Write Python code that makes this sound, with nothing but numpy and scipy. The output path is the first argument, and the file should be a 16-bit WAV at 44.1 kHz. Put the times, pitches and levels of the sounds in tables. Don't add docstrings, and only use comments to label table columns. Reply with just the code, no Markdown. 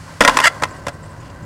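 import sys
import numpy as np
from scipy import signal
from scipy.fft import rfft, irfft, next_fast_len
from scipy.io import wavfile
from scipy.ndimage import map_coordinates

SR = 44100
rng = np.random.default_rng(int(sys.argv[2]) if len(sys.argv) > 2 else 0)


def unload_audio(sound):
    columns = np.transpose(np.atleast_2d(sound))
    steps = np.round(np.clip(columns, -1, 1) * 32767)
    wavfile.write(sys.argv[1], SR, steps.astype(np.int16))


N = 63945

# (f/Hz, level/dB)
RUMBLE_SPECTRUM = [(20, -19), (45, -7.5), (75, -1.5), (105, 3), (160, -6.5), (200, -9), (400, -15),
                   (1000, -27), (3000, -47), (15000, -55)]
# (t/s, level/dB)
RUMBLE_ENVELOPE = [(0, -40.5), (.3, -43.5), (.7, -36), (1.0, -37), (1.3, -36.5), (1.37, -38), (1.43, -33)]
# (f/Hz, level/dB)
ENGINE_PARTIALS = [(101, -47.5), (155, -42)]
# (centre t/s, f/Hz, level/dB)
BEARING_CHIRPS = [(.575, 7540, -51), (0.714, 7500, -44.5), (.773, 8270, -51), (0.854, 7360, -59),
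                  (.937, 8500, -51), (.958, 6330, -66), (1.038, 7570, -47), (1.062, 8500, -51),
                  (1.111, 8100, -51.5), (1.183, 6200, -57), (1.208, 7030, -51), (1.435, 7100, -51.5)]
# (t/s, level/dB)
ROLL_ENVELOPE = [(0, -54), (.09, -39), (.195, -47.5), (.23, -19), (.31, -24), (.349, -22), (.362, -23.5),
                 (.42, -28.5), (.51, -34), (.6, -36), (.7, -36.5), (.85, -41), (1.0, -42), (1.45, -43)]
# (f/Hz, bandwidth/Hz, level/dB)
ROLL_RESONANCES = [(261.4, 51, -5), (324, 26.5, -6), (548.4, 69, -1.5), (744, 257, -9), (1026, 81, 0),
                   (1390, 80, -10), (1543, 62, -5), (1970, 114, -11.5), (2780, 120, -23)]
# (f/Hz, level/dB)
HISS_SPECTRUM = [(200, -7), (1500, 3), (2600, -4), (3600, -10), (4500, -4.5), (6000, -8.5), (8300, -10),
                 (10500, -16.5), (16000, -32)]
# (f/Hz, level/dB relative to the rolling envelope)
WHEEL_MODES = [(1035, -10.5), (1555, -18)]
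# (centre t/s, half-width/s, level/dB)
SCUFF_SWELLS = [(0.312, 0.013, -34), (0.347, 0.0059, -32), (1.059, 0.0056, -52), (1.256, 0.042, -51.5),
                (1.303, .005, -48)]
# (f/Hz, bandwidth/Hz, level/dB)
SCUFF_RESONANCES = [(2370, 790, -9), (2880, 180, -0.5), (3400, 140, -3), (4300, 170, -9), (4900, 310, -7),
                    (7600, 1500, -15)]
# (t/s, level/dB)
SKID_ENVELOPE = [(.415, -50), (.424, -20.5), (.435, -19.5), (.444, -5), (.452, -9.5), (.458, -2),
                 (.464, -13.5), (.473, -3.5), (.48, -6), (.484, -19.5), (.495, -37), (.52, -63)]
# (t/s, f/Hz, level/dB over the friction noise)
SLIP_CYCLE = [(.44, 935, 1), (.452, 925, 1), (.461, 690, -2), (.47, 684, 8), (.482, 681, 8)]
# (f/Hz, bandwidth/Hz, level/dB)
SKID_RESONANCES = [(560, 90, -5.5), (930, 230, -7.5), (1265, 270, -1.5), (1642, 61, 5.5), (1810, 190, -0.5),
                   (2107, 210, -1), (2795, 200, -12.5), (2978, 103, -4.5), (3363, 180, -12.5),
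                   (4300, 200, -16.5), (4930, 124, -9.5), (8000, 330, -20)]
# (f/Hz, level/dB)
SKID_SPECTRUM = [(100, -34), (400, -27), (1500, 5.5), (4000, -4), (8000, -2.5), (11000, -11.5),
                 (16000, -31)]
# (t/s, level/dB, f/Hz, T60/s)
LOW_THUDS = [(.207, -23, 34, 0.16), (0.2087, -11.5, 231, 0.057), (0.278, -25, 33, 0.29),
             (0.624, -28, 146, 0.1), (0.868, -24.5, 153, 0.07)]
# (f/Hz, level/dB, multiple of the base T60)
DECK_MODES = [(197.4, -21.5, 1.5), (283.6, -12, 1.24), (475, -11, 0.94), (576, -7, 1.3), (710, -10.5, 0.95),
              (871, -12, 1.05), (1022, -7.5, 1.43), (1120, -16, 0.81), (1322, -10, 1.08), (1424, -7, 0.84),
              (1646, -14, 0.76), (1874, -4.5, 0.79), (2057, -8, 0.94), (2397, -13.5, 0.63)]
# (f/Hz, level/dB)
CRACK_SPECTRUM = [(150, -17.5), (600, 1), (1500, 7.5), (2700, -7), (4000, -7), (5500, -9.5), (8000, -10),
                  (11000, -20), (16000, -35)]
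# (f/Hz, bandwidth/Hz, level/dB)
TRUCK_RESONANCES = [(2560, 190, 7.5), (3495, 285, 3.5), (4980, 200, 2), (5200, 180, 2), (5825, 144, 0.5),
                    (7100, 81, -24), (8100, 220, -24), (8900, 140, -6), (9930, 200, -16)]
# (t/s, level/dB, thump/dB, wheels/dB, trucks/dB, crack/dB, base T60/s)
LANDING_IMPACTS = [(.2063, 4, 2, 3, 2.5, -2, 0.038), (.2125, 1.5, -0.5, -7, -4, -9, 0.034),
                   (.2205, -9, -5, -10, 3, 5, .036), (.2365, -29, 17, -15, 25, 6, 0.021),
                   (.2485, -3.5, -0.5, -16, 6, 3, 0.082), (.2763, 2, -14, 0.5, 5, -1, 0.031),
                   (.2825, -1, -2, 5.5, -13, -0.5, 0.057), (.294, -16, -4, 14, 11, 9, 0.045),
                   (.3699, 11.5, -14, 0.5, -15.5, -9.5, 0.013), (.3874, -5.5, -7.5, 7.5, 3, -1, 0.032),
                   (.401, -5, -13, 5, 1, 2, 0.028), (.4142, -12.5, -18, 4, -17, -2, 0.062)]
JOINT_IMPACTS = [(.6218, -12.5, -0.5, 4, -20, 1.5, 0.056), (.6348, -6.5, -9.5, -2, -0.5, 2, .046),
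                 (.6515, -22.5, -0.5, 6.5, 1, -5, 0.042), (.8663, -20, -26, 12.5, 5.5, 2.5, 0.023),
                 (.8682, -19, 7.5, 8.5, 4.5, 0, 0.037), (.8822, -24, 3, -12, 7, 11, 0.073),
                 (.8895, -23.5, 8, -5, -10, 3, 0.015)]

TIME = np.arange(N) / SR


def amp(db):
    return 10 ** (np.asarray(db) / 20)


def unit(x):
    return x / np.sqrt(np.mean(x ** 2) + 1e-20)


def envelope(points):
    return amp(np.interp(TIME, *np.transpose(points)))


def wobble(knots_per_s):
    return map_coordinates(rng.standard_normal(N // 8), [TIME * knots_per_s], mode="wrap")


def filtered(x, response):
    size = next_fast_len(N + SR // 2)
    return irfft(rfft(x, size) * response(np.fft.rfftfreq(size, 1 / SR)), size)[:N]


def coloured(x, spectrum):
    hz, db = np.transpose(spectrum)
    return unit(filtered(x, lambda f: amp(np.interp(np.log(f + 1), np.log(hz), db))))


def resonate(x, resonances):
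    def response(f):
        return sum((-1) ** k * amp(db) * 1j * f * width / (hz * hz - f * f + 1j * f * width)
                   for k, (hz, width, db) in enumerate(resonances))
    return unit(filtered(x, response))


def noise():
    return rng.standard_normal(N)


def decay(t, t60):
    return np.exp(-np.log(1000) * t / t60)


def grains(per_s=4000):
    return noise() * (rng.random(N) < per_s / SR)


def wavering(partials, depth_db, level_rate, drift_rad, phase_rate):
    out = np.zeros(N)
    for hz, db in partials:
        gain = amp(db + depth_db * wobble(level_rate))
        out += gain * np.sin(2 * np.pi * hz * TIME + drift_rad * wobble(phase_rate))
    return out


def night_hum():
    drone = wavering(ENGINE_PARTIALS, depth_db=1, level_rate=12, drift_rad=1.3, phase_rate=6.6)
    return drone + envelope(RUMBLE_ENVELOPE) * coloured(noise(), RUMBLE_SPECTRUM)


def yard_echo(x, t60=0.21, cutoff_hz=2500):
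    tail = filtered(noise() * decay(TIME, t60), lambda f: 1 / (1 + 1j * f / cutoff_hz))
    return signal.fftconvolve(x, tail / np.linalg.norm(tail))[:N]


def bearings(half_width_s=0.011, fall_hz_per_s=13000, spread_hz=440):
    out = np.zeros(N)
    for centre, hz, db in BEARING_CHIRPS:
        t = TIME - centre
        pitch = hz - fall_hz_per_s * t + spread_hz * wobble(1100)
        out += amp(db) * np.exp(-(t / half_width_s) ** 2) * np.sin(2 * np.pi * np.cumsum(pitch) / SR)
    return out


def rolling(flutter_db=0.7, touchdown_s=0.207):
    drumming = resonate(grains(), ROLL_RESONANCES)
    drumming += amp(-8) * coloured(grains() + grains(), HISS_SPECTRUM)
    ring = wavering(WHEEL_MODES, depth_db=1, level_rate=40.9, drift_rad=1.1, phase_rate=60)
    free_spin = amp(-43.5) * coloured(noise(), HISS_SPECTRUM) * (TIME < touchdown_s)
    flutter = amp(flutter_db * wobble(30.34))
    return envelope(ROLL_ENVELOPE) * (flutter * drumming + ring) + free_spin


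def scuffs():
    swell = sum(amp(db) * np.exp(-((TIME - centre) / half) ** 2) for centre, half, db in SCUFF_SWELLS)
    return swell * resonate(grains() + grains(), SCUFF_RESONANCES)


def skid(jitter=0.014, low_cut_hz=450):
    times, slip_hz, slip_db = np.transpose(SLIP_CYCLE)
    cycles = np.cumsum(np.interp(TIME, times, slip_hz) * (1 + jitter * wobble(500))) / SR
    slips = unit(np.diff(np.floor(cycles), prepend=0))
    slip_gain = amp(np.interp(TIME, times, slip_db))
    friction = (slip_gain * slips + noise()) / np.hypot(slip_gain, 1)
    bark = resonate(friction, SKID_RESONANCES)
    bark = filtered(bark, lambda f: 1 - 1 / (1 + (f / low_cut_hz) ** 6))
    grit = coloured(noise() * (1 - cycles % 1) ** 2, SKID_SPECTRUM)
    sliding = (TIME > SKID_ENVELOPE[0][0]) & (TIME < SKID_ENVELOPE[-1][0])
    return sliding * envelope(SKID_ENVELOPE) * (bark + amp(-11.5) * grit)


def low_thuds():
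    out = np.zeros(N)
    for onset, db, hz, t60 in LOW_THUDS:
        t = np.maximum(TIME - onset, 0)
        out += amp(db) * np.sin(2 * np.pi * hz * t) * decay(t, t60)
    return out


def clacks(impacts, thump_below_hz=780, wheel_below_hz=1230, scatter_db=1.5, contact_s=0.00071):
    out = np.zeros(N + SR)
    t = np.arange(SR // 4) / SR
    attack = 1 - np.exp(-t / contact_s)
    for onset, db, thump_db, wheel_db, truck_db, crack_db, base_t60 in impacts:
        ring = 0
        for k, (hz, mode_db, multiple) in enumerate(DECK_MODES):
            struck_db = thump_db if hz < thump_below_hz else wheel_db if hz < wheel_below_hz else 0
            gain = amp(mode_db + struck_db + scatter_db * rng.standard_normal())
            ring += (-1) ** k * gain * np.sin(2 * np.pi * hz * t) * decay(t, base_t60 * multiple)
        crack = amp(crack_db - 3.5) * coloured(noise(), CRACK_SPECTRUM)
        trucks = amp(truck_db - 10) * resonate(noise(), TRUCK_RESONANCES)
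        burst = (crack + trucks)[:len(t)] * decay(t, t60=0.033)
        out[round(onset * SR):][:len(t)] += amp(db) * (ring + burst) * attack
    return out[:N]


def scene():
    board = clacks(LANDING_IMPACTS) + clacks(JOINT_IMPACTS) + skid() + scuffs()
    echo = amp(-26.5) * yard_echo(board)
    return (board + echo + low_thuds() + rolling() + bearings() + night_hum())[None]


def record(dry):
    clipped = dry[0] / (1 + np.abs(dry[0]) ** 12) ** (1 / 12)
    return filtered(clipped, lambda f: f < 16000)[None]


dry = scene()
out = record(dry)
unload_audio(out)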